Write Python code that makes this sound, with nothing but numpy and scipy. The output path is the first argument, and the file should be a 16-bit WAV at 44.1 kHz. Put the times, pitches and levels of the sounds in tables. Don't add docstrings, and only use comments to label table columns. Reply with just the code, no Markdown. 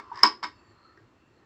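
import sys
import numpy as np
from scipy import signal
from scipy.fft import rfft, irfft
from scipy.io import wavfile
from scipy.ndimage import map_coordinates

SR = 44100
rng = np.random.default_rng(int(sys.argv[2]) if len(sys.argv) > 2 else 0)


def persist_wave(psi):
    counts = np.round(np.clip(psi, -1, 1) * 32767).astype(np.int16)
    wavfile.write(sys.argv[1], SR, np.atleast_2d(counts).T)


def volts_from_decibels(level):
    exponent = np.asarray(level, float) / 20
    return 10 ** exponent


N = 63945
BAR_RISE_S = 0.001


def band(x, centre_hz, width_hz):
    return signal.lfilter(*signal.iirpeak(centre_hz, centre_hz / width_hz, fs=SR), x)


def unit(x):
    return x / np.sqrt(np.mean(x ** 2))


def resonance(x, centre_hz, width_hz):
    return unit(band(band(x, centre_hz, width_hz), centre_hz, width_hz))


def colour(x, points):
    hz = np.maximum(np.fft.rfftfreq(len(x), 1 / SR), 1)
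    point_hz, point_db = np.array(points).T
    gain_db = np.interp(np.log(hz), np.log(point_hz), point_db)
    return irfft(rfft(x) * volts_from_decibels(gain_db), len(x))


def walk(rate_hz):
    return map_coordinates(rng.standard_normal(64), [np.arange(N) * rate_hz / SR], order=3)


def curve(points, col=1):
    points = np.array(points)
    return volts_from_decibels(np.interp(np.arange(N) / SR, points[:, 0], points[:, col]))


def decay(t, t60_s):
    return np.exp(-np.log(1000) * t / t60_s)


def ring(out, start_s, level_db, modes, rise_s, varied=False):
    hz, mode_db, t60_s = np.array(modes).T[:, :, None]
    level_dev, pitch_dev, phase_dev = rng.standard_normal((3, len(modes), 1)) * varied
    first = max(int(start_s * SR) + 1, 0)
    last = min(first + int(0.93 * t60_s.max() * SR), N)
    t = np.arange(first, last) / SR - start_s
    gain = volts_from_decibels(level_db + mode_db + 2.0 * level_dev)
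    tone = np.sin(2 * np.pi * hz * (1 + 0.0046 * pitch_dev) * t + 2 * phase_dev)
    push = 1 - np.exp(-(t / rise_s) ** 2)
    out[first:first + len(t)] += push * np.sum(gain * decay(t, t60_s) * tone, axis=0)


def air():
    # pitch_hz, level_db (per Hz)
    hush_points = [(15, -44), (25, -13), (82, 0.5), (181, -11), (331, 1.5), (442, -8.5), (1220, -10.5),
                   (1340, -10.5), (8000, -33.5), (10400, -63.5), (17600, -120)]
    # pitch_hz, width_hz, level_db
    hum_bands = [(90, 60, -67), (283, 150, -71)]
    out = volts_from_decibels(-66.5 + walk(5.6)) * unit(colour(rng.standard_normal(N), hush_points))
    for hz, width_hz, db in hum_bands:
        out += volts_from_decibels(db + 1.4 * walk(17)) * unit(band(rng.standard_normal(N), hz, width_hz))
    return out


def rub():
    # start_s, level_db
    effort = [(0, -68), (.56, -70.5), (.61, -67.5), (.65, -70.5), (.71, -65), (.76, -69), (.82, -67.5),
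              (.86, -63), (.92, -63.5), (.95, -66), (1.0, -67), (1.07, -71.5), (1.1, -78), (1.2, -72.5),
              (1.28, -73.5), (1.38, -69.5), (1.45, -75)]
    # pitch_hz, width_hz, level_db
    resonances = [(1080, 280, -2.5), (1830, 80, -9.5), (2680, 110, -13), (4260, 130, -13),
                  (4470, 70, -13.5), (1309, 70, -10.5), (7300, 140, -20), (348.5, 67, -2.5)]
    out = np.zeros(N)
    for hz, width_hz, db in resonances:
        flicker_db = 6 * walk(10)
        out += volts_from_decibels(db + flicker_db) * resonance(rng.standard_normal(N), hz, 2 * width_hz)
    return curve(effort) * out


def bumps():
    # start_s, level_db, pitch_hz, t60_s
    events = [
        (0.058, -58, 83, 0.17),
        (.14, -45, 106, 0.098),
        (.685, -52, 100.3, 0.22),
        (0.801, -58, 85.3, .15),
        (.905, -55, 85, .12),
        (1.029, -48, 116.5, 0.14),
    ]
    out = np.zeros(N)
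    for start_s, db, hz, t60_s in events:
        ring(out, start_s, db, [(hz, 0, t60_s)], rise_s=0.012)
    return out


def taps():
    # start_s, level_db, pitch_hz, t60_s
    events = [
        (.0081, -39, 1000, .03),
        (0.0722, -43, 1100, .03),
        (0.0964, -35.5, 1100, .05),
        (0.1153, -17.5, 930, .03),
        (.1155, -24.5, 1100, .03),
        (.1160, -35.5, 1500, 0.024),
        (0.1356, -37, 1050, .03),
        (0.148, -39, 1100, .05),
        (.1601, -35, 1120, .04),
        (0.1724, -28, 1080, .04),
    ]
    out = np.zeros(N)
    for start_s, db, hz, t60_s in events:
        ring(out, start_s, db, [(hz, 0, t60_s)], rise_s=0.0035)
    return out


def slide():
    # start_s, level_db, squeal_db (relative)
    motion = [(0, -45.5, -9), (.03, -58, -14.5), (.09, -58, -15), (.11, -61, -10), (.14, -50, -6.5),
              (.17, -47, 0), (.2, -48, 3.5), (.226, -49, 2.5), (.24, -69.5, 0), (1.45, -89, 0)]
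    # pitch_hz, width_hz, level_db
    resonances = [(1090, 270, 2.5), (2620, 1200, -17), (390, 300, -11.5), (5070, 340, -19.5)]
    rate_hz, spread_db = 3000, 2.0
    timing, sign, size = rng.random((3, N))
    clicks = (timing < rate_hz / SR) * np.sign(sign - 0.5) * volts_from_decibels(-spread_db * np.log(size + 1e-9))
    body = sum(volts_from_decibels(db) * resonance(clicks, hz, width_hz) for hz, width_hz, db in resonances)
    squeal = resonance(clicks, 1800, 420)
    squeal += volts_from_decibels(-14.5) * resonance(clicks, 5000, 1200)
    squeal += volts_from_decibels(-32) * resonance(clicks, 7800, 300)
    return curve(motion) * (body + curve(motion, col=2) * squeal)


def crack(power):
    # pitch_hz, level_db
    spectrum = [(150, -34.5), (700, -29), (1100, -14.5), (2300, -4), (3800, 0.5), (5100, 1.5),
                (6200, -10.5), (8000, -13)]
    crack_db, crack_s, rattle_db, rattle_t60_s = -9.5, 0.0028, -24.5, 0.15
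    t = np.arange(SR // 3) / SR
    fade = volts_from_decibels(2 * crack_db) * np.exp(-2 * t / crack_s) + volts_from_decibels(2 * rattle_db) * decay(2 * t, rattle_t60_s)
    shape = (1 - np.exp(-t / BAR_RISE_S)) * fade
    envelope = np.sqrt(np.abs(signal.fftconvolve(power, shape)[:N]))
    return envelope * unit(colour(rng.standard_normal(N), spectrum))


def knocks():
    # start_s, bar_db, jaw_db, bench_db; the first row, just before 0 s, is a ring already under
    hits = [(-.002, -61.5, -32, -44), (.1572, -39.5, -66, -68), (0.1728, -36.5, -69, -71.5),
            (.1902, -38, -59, -70.5), (0.2283, -30, -31, -61), (.2386, -31, -10.5, -45),
            (.2426, -39, -14, -33), (0.2494, -19, -20, -41.5), (0.254, -38, -19.5, -57),
            (0.2579, -27.5, -27, -42), (.2651, -22, -34, -51.5), (.2721, -19.5, -38.5, -56.5),
            (0.4257, -59, -42, -77.5), (.4290, -29.5, -26, -49.5), (0.4353, -26, -23, -44.5),
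            (.4400, -27.5, -30, -44), (0.4432, -34, -24, -42.5), (.4466, -37.5, -30, -55),
            (0.4505, -36, -42, -52), (0.9742, -64.5, -63.5, -55)]
    # pitch_hz, level_db, t60_s
    bar = [(5184, -1.5, 0.017), (4970, -0.5, .016), (5350, -4, 0.015), (5083, -31, 0.33), (5240, -33, .16),
           (5140, -30, .14), (5070, -31, .14), (4780, -10, .02), (3730, -13.5, .02), (7810, -19.5, 0.007)]
    # pitch_hz, level_db, t60_s
    jaw = [(923, -5, .028), (1000, -5.5, 0.02), (1076.6, -1.5, 0.029), (1138.3, -11.5, 0.11),
           (1305, -5, 0.029), (1500, -8, .02), (1633, -10.5, 0.033), (1864.6, -17, .08), (2189, -6, 0.02),
           (2264, -10, 0.015), (2790, -17.5, 0.0074)]
    # pitch_hz, level_db, t60_s
    bench = [(229, -4, .07), (303.6, -7.5, 0.13), (384, -6, 0.053), (428, -8, 0.11), (346.4, -9, 0.061)]
    # pitch_hz, level_db, t60_s
    drop_modes = [(5130, 6.3, .02), (4850, -10, .014), (5400, -12, .014)]
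    # pitch_hz, level_db, t60_s
    tick_modes = [(1620, -52, .09), (1860, -47, .04), (1090, -53, .025), (740, -58, .025),
                  (2300, -56, .012), (5600, -59, .008), (4300, -60, .01)]
    drop_s = 0.2326
    drop = (drop_s, -3.5, -8.5, -21.5)
    out, power = np.zeros(N), np.zeros(N)
    ring(out, 0.9735, 0, tick_modes, BAR_RISE_S)
    ring(out, drop_s, 0, drop_modes, rise_s=0.0011)
    for start_s, bar_db, jaw_db, bench_db in [drop] + list(hits):
        bar_cut_db = 12 if start_s == drop_s else 0
        ring(out, start_s, bar_db - bar_cut_db, bar, BAR_RISE_S, varied=True)
        ring(out, start_s, jaw_db, jaw, rise_s=0.0008, varied=True)
        ring(out, start_s, bench_db, bench, rise_s=0.004, varied=True)
        power[max(int(start_s * SR), 0)] += volts_from_decibels(2 * bar_db) + volts_from_decibels(2 * (jaw_db - 3))
    return out + crack(power)


def room(x):
    # pitch_hz, t60_s, level_db
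    tail_bands = [(300, 0.21, 0), (1100, 0.12, -5.5), (2500, 0.18, 2), (3720, 0.2125, -3.5),
                  (5000, 0.093, -8), (7500, .15, -6.5)]
    tail_db, gap_s = -11, 0.004
    t = np.arange(SR // 2) / SR
    tail = np.zeros(len(t))
    for hz, t60_s, db in tail_bands:
        tail += volts_from_decibels(db) * unit(band(rng.standard_normal(len(t)), hz, 0.99 * hz)) * decay(t, t60_s)
    tail *= 1 - np.exp(-(t / gap_s) ** 2)
    return volts_from_decibels(tail_db) * signal.fftconvolve(x, tail / np.sqrt(np.sum(tail ** 2)))[:N]


def scene():
    vise = bumps() + taps() + slide() + knocks()
    return (air() + rub() + vise + room(vise))[None]


def band_limit(x):
    return signal.sosfilt(signal.butter(12, 16270, fs=SR, output="sos"), x)


def record(dry):
    band_hz, low_hz, top_hz, hiss_db = 7900, 25, 16200, -92.5
    x = signal.sosfiltfilt(signal.ellip(8, 0.2, 50, band_hz, fs=SR, output="sos"), dry)
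    x = signal.lfilter(*signal.butter(1, low_hz, "high", fs=SR), x)
    x = np.clip(x, -1, 1) + volts_from_decibels(hiss_db) * rng.standard_normal(dry.shape)
    x = signal.sosfiltfilt(signal.ellip(6, 0.1, 25, top_hz, fs=SR, output="sos"), x)
    return band_limit(x)


dry = scene()
out = record(dry)
persist_wave(out)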